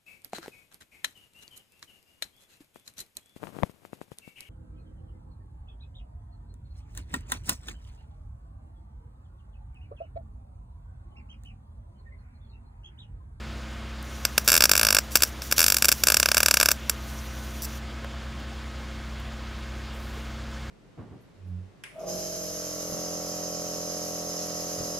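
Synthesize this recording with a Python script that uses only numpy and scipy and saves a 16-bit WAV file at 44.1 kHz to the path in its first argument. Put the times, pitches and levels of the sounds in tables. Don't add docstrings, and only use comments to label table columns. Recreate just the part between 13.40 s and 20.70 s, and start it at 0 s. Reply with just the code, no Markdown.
import sys
import numpy as np
from scipy import signal
from scipy.io import wavfile

SR = 44100
rng = np.random.default_rng(int(sys.argv[2]) if len(sys.argv) > 2 else 0)


def volts_from_db(level):
    exponent = np.asarray(level, float) / 20
    return 10 ** exponent


def wav_record(signal):
    frames = np.transpose(np.atleast_2d(signal))
    bounded = np.clip(frames, -1, 1)
    quanta = np.round(bounded * 32767).astype(np.int16)
    wavfile.write(sys.argv[1], SR, quanta)


N = 321924

# first pop in seconds, last pop in seconds, number of pops, gap ratio.
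DRIP_RUNS = [(1.0772, 1.1012, 4, .95), (1.1179, 1.177, 6, 1.03), (1.2062, 1.2545, 4, 1),
             (1.294, 1.3531, 4, .95), (1.3772, 1.5054, 8, 1.01), (1.5265, 1.5861, 4, .95),
             (2.1806, 2.241, 6, 1.03), (2.2635, 2.3675, 6, 1.07), (2.67, 2.799, 7, 1.16),
             (2.829, 2.9452, 5, 1), (3.0037, 3.06, 3, 1.09), (3.1105, 3.3151, 8, .99)]
# level in dB, brightness in dB.
RUN_ARC = [(-13, 6.5), (-11, 0.5), (-8.5, -2.5), (-11.5, 2), (-11, -2), (-10, -2.5), (-14.5, 8), (-17, 15),
           (-10.5, -1), (-11, -7.5), (-10, -3), (-10, -2)]
# time in seconds, level in dB, brightness in dB.
STRAY_POPS = [(0.8512, -12.5, 0), (0.979, -7.5, -6), (1.3644, -20.5, 7), (1.5529, -22, -9), (1.7551, -5, 3),
              (1.761, -16.5, 0), (1.7708, -24.5, 12), (1.805, -25, -3), (1.8216, -17.5, 17),
              (1.834, -15, 16.5), (1.8487, -39, 15), (2.0196, -28.5, -4), (2.1132, -21, 5),
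              (2.1238, -10.5, -3), (2.384, -29, 17), (2.423, -12.5, 9), (2.4449, -11.5, 1.5),
              (2.4536, -14, 9), (2.4839, -17, 15), (2.489, -15.5, 15), (2.5166, -18, 17.5),
              (2.5237, -18, 13), (2.6363, -14, 12), (2.9691, -11.5, -12.5), (2.979, -11.5, 1),
              (3.0837, -10.5, -7), (3.2111, -11.5, -10), (3.2514, -33, 10), (3.3067, -20, -6),
              (3.496, -18, 14)]
POP_SPREAD_DB, BRIGHT_SPREAD_DB = 1.2, 3.0
POP_SIDE_DB, POP_SIDE_HZ = -40, 4300
CLOSE_FACES = [(.27, .86), (1.02, -.5)]
OPEN_AFTER_MS, ESCAPE_DB = 2.6, -12
# centre in Hz, width in Hz, gain in dB.
STEEL_CORNER = [(2350, 600, 3), (3050, 450, -16), (4000, 200, -10), (4350, 250, -8), (3450, 400, -4),
                (4800, 650, 7), (5800, 450, 10), (6450, 380, -14), (7080, 200, -11), (7420, 350, 8),
                (8000, 300, 2), (8270, 250, -12), (9500, 800, -8), (10500, 450, -14), (10900, 300, 4),
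                (11200, 200, -12), (11550, 500, 6), (11950, 450, -15), (12800, 250, -6), (13300, 250, -10),
                (13780, 250, -16), (14050, 300, 4), (14370, 200, -10), (14700, 500, 4), (15400, 250, -5)]
# delay in ms, level in dB, treble cut in Hz.
ECHOES = [(4.1, -19, 2700), (7.0, -25.5, 19000), (16.6, -31, 21000)]
# centre in Hz, width in Hz, gain in dB.
HOLLOW_BEAM = [(606, 89, 9.5), (787, 223, -15.5), (1258, 135, -32), (1606, 504, 10), (1966, 520, -56)]

# on in seconds, off in seconds, first level in dB, last level in dB.
VALVE = [
    (.645, 2.0, -51.5, -53),
    (2.02, 4.378, -62, -48.5),
]
# on in seconds, off in seconds, first level in dB, last level in dB.
BURNS = [
    (1.048, 1.6, -43, -65),
    (1.71, 1.89, -42, -47),
    (2.021, 2.124, -43, -46),
    (2.166, 2.398, -29, -47),
    (2.385, 3.32, -43, -43),
    (3.67, 3.85, -51, -55),
]
HISS_RISE_S, HISS_FALL_S = 0.015, 0.04
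# frequency in Hz, level in dB per Hz.
GAS_COLOUR = [(1500, -32), (3000, 0), (5800, -0.5), (7500, -3), (10000, -6), (13000, -5), (16000, -5)]
# centre in Hz, width in Hz, gain in dB.
NOZZLE = [(5850, 450, 11), (6800, 350, 7), (8600, 400, 5), (9900, 400, 9), (11500, 400, 8), (14200, 600, 8),
          (15200, 400, 6)]
# on in seconds, off in seconds, first level in dB, last level in dB.
SPUTTERS = [(.86, .9, -56, -52), (1.01, 1.02, -48, -46), (1.045, 1.075, -44, -44), (1.718, 1.75, -33, -50),
            (1.875, 1.89, -42, -44.5), (2.025, 2.075, -42, -42), (2.11, 2.14, -36, -39),
            (2.165, 2.4, -40, -50), (2.54, 2.62, -44, -49), (3.68, 3.72, -50, -50),
            (4.222, 4.252, -33, -32.5)]
SPUTTER_RISE_S, SPUTTER_FALL_S = 0.011, 0.031

# time in seconds, peak in dB, pitch in Hz, t60 in seconds, tick level in dB, tick low cut in Hz.
KNOCKS = [
    (.627, -55, 2000, .025, -34, 6500),
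    (4.645, -36, 560, .05, -21, 450),
    (4.645, -38, 1500, .03, -44, 8000),
    (5.0, -60, 900, .02, -46, 6000),
    (5.8, -60, 2000, .02, -42, 5000),
    (6.772, -36, 430, .06, -70, 5000),
]
# time in seconds, level in dB.
RUSTLE = [
    (6.5, -85),
    (6.54, -59),
    (6.8, -59),
    (6.95, -72),
    (7.0, -85),
]

# time in seconds, turns per second in Hz, effort in dB.
ENGINE = [(0, 31.58, 1), (.75, 31.76, 1), (1, 30.96, 0.5), (1.63, 30.92, 0), (1.95, 31.54, -1),
          (2.34, 31.27, -1), (2.6, 31, -0.5), (3.3, 31.43, -0.5), (3.6, 31.1, 2), (4.2, 31.4, 2),
          (4.65, 32.05, 1), (5.5, 31.55, 1.5), (7.3, 31.72, 1.5)]
# multiple of the turning speed, level in dB.
EXHAUST_ORDERS = [(1, -66), (2, -39.5), (3, -56.5), (4, -50), (5, -60), (7, -48.5), (10, -60), (11, -60.5),
                  (17, -59), (21, -64), (22, -63), (25, -72.5), (34, -64), (40, -61.5), (48, -61.5),
                  (68, -63)]
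# pitch in Hz, level in dB, on in seconds, off in seconds.
MOTOR_TONES = [
    (49.3, -51, -1, .62),
    (98.4, -54, -1, .62),
    (73.5, -48, .62, 5.45),
    (49.3, -49, 5.5, 8),
    (98.4, -53, 5.5, 8),
]
# time in seconds, level in dB.
THUDS = [(.1, -57), (1.3, -56), (2.55, -74), (3.75, -57), (4.98, -49.5), (6.2, -66)]
RUMBLE_DB = -53
# frequency in Hz, level in dB per Hz.
WHIRR_COLOUR = [(140, -36.5), (230, 1.5), (270, -10.5), (328, -8.5), (485, -22.5), (539, -13.5),
                (755, -14.5), (1540, -13), (1650, -17), (3130, -17.5), (6360, -27.5), (14100, -49.5),
                (16000, -38.5)]
WHIRR_DB = -44
# frequency in Hz, side level under mid in dB.
WIDTH = [(60, -25), (200, -17.5), (700, -10.5), (1300, -25.5), (2400, -32.5), (15000, -42.5)]


def arc_pops():
    s, level_db, bright_db = pop_events()
    dull = cut(clicks(s, volts_from_db(level_db - .5 * bright_db)), 4020, "low", order=1)
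    bright = cut(clicks(s, volts_from_db(level_db + .5 * bright_db + 2.5)), 2500, "high", order=1)
    burst = dying(clicks(s, volts_from_db(level_db - 16)), .0015)
    after = burst + dying(clicks(s, volts_from_db(level_db - 31.5)), 0.017)
    before = dying(clicks(s, volts_from_db(level_db - 25.5))[::-1], 0.006)[::-1]
    spatter = cut(rng.standard_normal(N) * (before + after), 3800, "high", order=1)
    bang = dull + bright + spatter
    heard = volts_from_db(17) * signal.oaconvolve(bang, surroundings())[:N]
    askew = volts_from_db(POP_SIDE_DB) * cut(heard, POP_SIDE_HZ, "low", order=6) * [[1], [-1]]
    return heard + askew


def pop_events():
    rows = []
    for (first, last, number, ratio), arc in zip(DRIP_RUNS, RUN_ARC):
        steps = np.cumsum(ratio ** np.arange(number)) - 1
        rows += [(first + (last - first) * step / steps[-1], *arc) for step in steps]
    rows = np.array(rows)
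    rows[:, 1:] += rng.standard_normal((len(rows), 2)) * [POP_SPREAD_DB, BRIGHT_SPREAD_DB]
    return np.vstack([rows, STRAY_POPS]).T


def surroundings():
    click = np.zeros(2400)
    click[0] = 1
    first = click
    for ms, back in CLOSE_FACES:
        loop = np.zeros(round(ms * SR / 1000) + 1)
        loop[0], loop[-1] = 1, back
        first = signal.lfilter(loop[::-1], loop, first)
    age_ms = np.arange(len(click)) * 1000 / SR
    first = steel_corner(first) * volts_from_db(ESCAPE_DB * np.clip(age_ms - OPEN_AFTER_MS, 0, 1))
    path = first.copy()
    for ms, db, hz in ECHOES:
        path += volts_from_db(db) * cut(np.roll(first, round(ms * SR / 1000)), hz, "low", order=1)
    tail = volts_from_db(-23.5) * dying(click, 0.019) + volts_from_db(-50.0) * dying(click, 0.22)
    scatter = rng.standard_normal(len(click)) * tail
    path += steel_corner(cut(scatter, 2100, "high", order=1))
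    return resonances(HOLLOW_BEAM, cut(path, 500, "high"))


def steel_corner(x):
    return resonances(STEEL_CORNER, x + 1e-18)


def gas():
    flow = hiss_level(VALVE + BURNS, HISS_RISE_S, HISS_FALL_S) * volts_from_db(1.0 * drift(24.82))
    jet = rms_one(resonances(NOZZLE, banded_noise(GAS_COLOUR, patchy_db=-1.9)))
    spurt = rms_one(cut(steel_corner(rng.standard_normal(N)), 11000, "high", order=1))
    flutter_db = 3.0 * drift(120)
    sputter = hiss_level(SPUTTERS, SPUTTER_RISE_S, SPUTTER_FALL_S) * volts_from_db(flutter_db) * spurt
    return flow * jet + sputter


def hiss_level(spells, rise_s, fall_s):
    t = np.arange(N) / SR
    power = 0
    for on, off, first_db, last_db in spells:
        corners_s = [on - rise_s, on, off, off + fall_s]
        level_db = np.interp(t, corners_s, [-80, first_db, last_db, -80], -200, -200)
        power = power + volts_from_db(2 * level_db)
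    return np.sqrt(power)


def knocks():
    brush_db = in_time(RUSTLE)[0] + 1.47 * drift(30)
    out = volts_from_db(brush_db) * rms_one(cut(rng.standard_normal(N), 6700, "high"))
    t = np.arange(4000) / SR
    for s, peak_db, hz, t60, tick_db, tick_hz in KNOCKS:
        envelope = volts_from_db(-60 * t / t60)
        ring = envelope * np.sin(2 * np.pi * hz * t)
        tick = cut(cut(rng.standard_normal(len(t)), tick_hz, "high"), 4 * tick_hz, "low")
        at = round(s * SR)
        out[at:at + len(t)] += volts_from_db(peak_db) * ring + volts_from_db(tick_db) * envelope ** 2 * tick
    return out


def generator():
    turns_hz, effort_db = in_time(ENGINE)
    angle = 2 * np.pi * np.cumsum(turns_hz + 0.041 * drift(2.7)) / SR
    out = np.zeros(N)
    for k, db in EXHAUST_ORDERS:
        waver_db = (0.21 + 0.32 * np.log(k)) * drift(6.4)
        tone = np.sin(k * angle + rng.uniform(0, 2 * np.pi))
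        out += np.sqrt(2) * volts_from_db(db + effort_db + waver_db) * tone
    return out


def motor():
    t = np.arange(N) / SR
    tones = np.zeros(N)
    for hz, db, on, off in MOTOR_TONES:
        fade = np.clip(np.minimum(t - on, off - t) / .06, 0, 1)
        tones += np.sqrt(2) * volts_from_db(db) * fade * np.sin(2 * np.pi * hz * t)
    swell = volts_from_db(RUMBLE_DB) + sum(volts_from_db(db) * np.exp(-((t - s) / 0.048) ** 2) for s, db in THUDS)
    mid, side = cut(rng.standard_normal((2, N)), [40, 230], "band")
    rumble = (swell * mid + volts_from_db(-61.5) * side * [[1], [-1]]) / np.std(mid)
    return tones + rumble


def machine_whirr():
    return volts_from_db(WHIRR_DB) * banded_noise(WHIRR_COLOUR, patchy_db=1.0)


def banded_noise(spectrum, patchy_db):
    out, edges = 0, 160 * 2 ** np.arange(0, 7.1, .5)
    white = rng.standard_normal((2, 2, N))
    for k, (low, high) in enumerate(zip(edges, edges[1:])):
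        mid, side = cut(white[k % 2], [low, high], "band")
        hz = np.sqrt(low * high)
        side = side * volts_from_db(at_hz(WIDTH, hz)) * [[1], [-1]]
        out = out + volts_from_db(at_hz(spectrum, hz) + patchy_db * drift(19.0)) * (mid + side)
    return rms_one(out)


def resonances(rows, x):
    return signal.sosfilt([resonance(*row) for row in rows], x)


def resonance(hz, width_hz, db):
    w, half = 2 * np.pi * hz / SR, np.pi * width_hz / SR
    top = half * volts_from_db(db)
    return np.array([1 + top, -2 * np.cos(w), 1 - top, 1 + half, -2 * np.cos(w), 1 - half]) / (1 + half)


def clicks(times, gains):
    out = np.zeros(N)
    np.add.at(out, np.round(np.asarray(times) * SR).astype(int), gains)
    return out


def dying(x, t60):
    return signal.lfilter([1], [1, -volts_from_db(-60 / (t60 * SR))], x)


def drift(rate):
    r = np.exp(-80 * np.pi * rate / SR)
    slow = signal.lfilter([1], [1, -2 * r, r * r], rng.standard_normal(N // 40 + 2002))[2000:]
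    return np.interp(np.arange(N) / 40, np.arange(len(slow)), rms_one(slow))


def cut(x, hz, kind, order=2):
    sos = signal.butter(order, np.clip(hz, 10, .45 * SR), kind, fs=SR, output="sos")
    return signal.sosfilt(sos, x)


def in_time(rows):
    s, *columns = np.transpose(rows)
    return [np.interp(np.arange(N) / SR, s, c) for c in columns]


def at_hz(points, hz):
    points_hz, db = np.transpose(points)
    return np.interp(np.log(hz), np.log(points_hz), db)


def rms_one(x):
    return x / np.sqrt(np.mean(x ** 2) + 1e-20)


def scene():
    whirr = machine_whirr()
    return arc_pops() + gas() + knocks() + generator() + motor() + whirr


def band_limit(x):
    return signal.sosfilt(signal.butter(12, 16820, fs=SR, output="sos"), x)


def record(dry):
    rounded = .9 * np.tanh(dry / .9)
    steep = signal.cheby2(12, 40, 16100, fs=SR, output="sos")
    return band_limit(signal.sosfilt(steep, rounded))


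dry = scene()
out = record(dry)
wav_record(out)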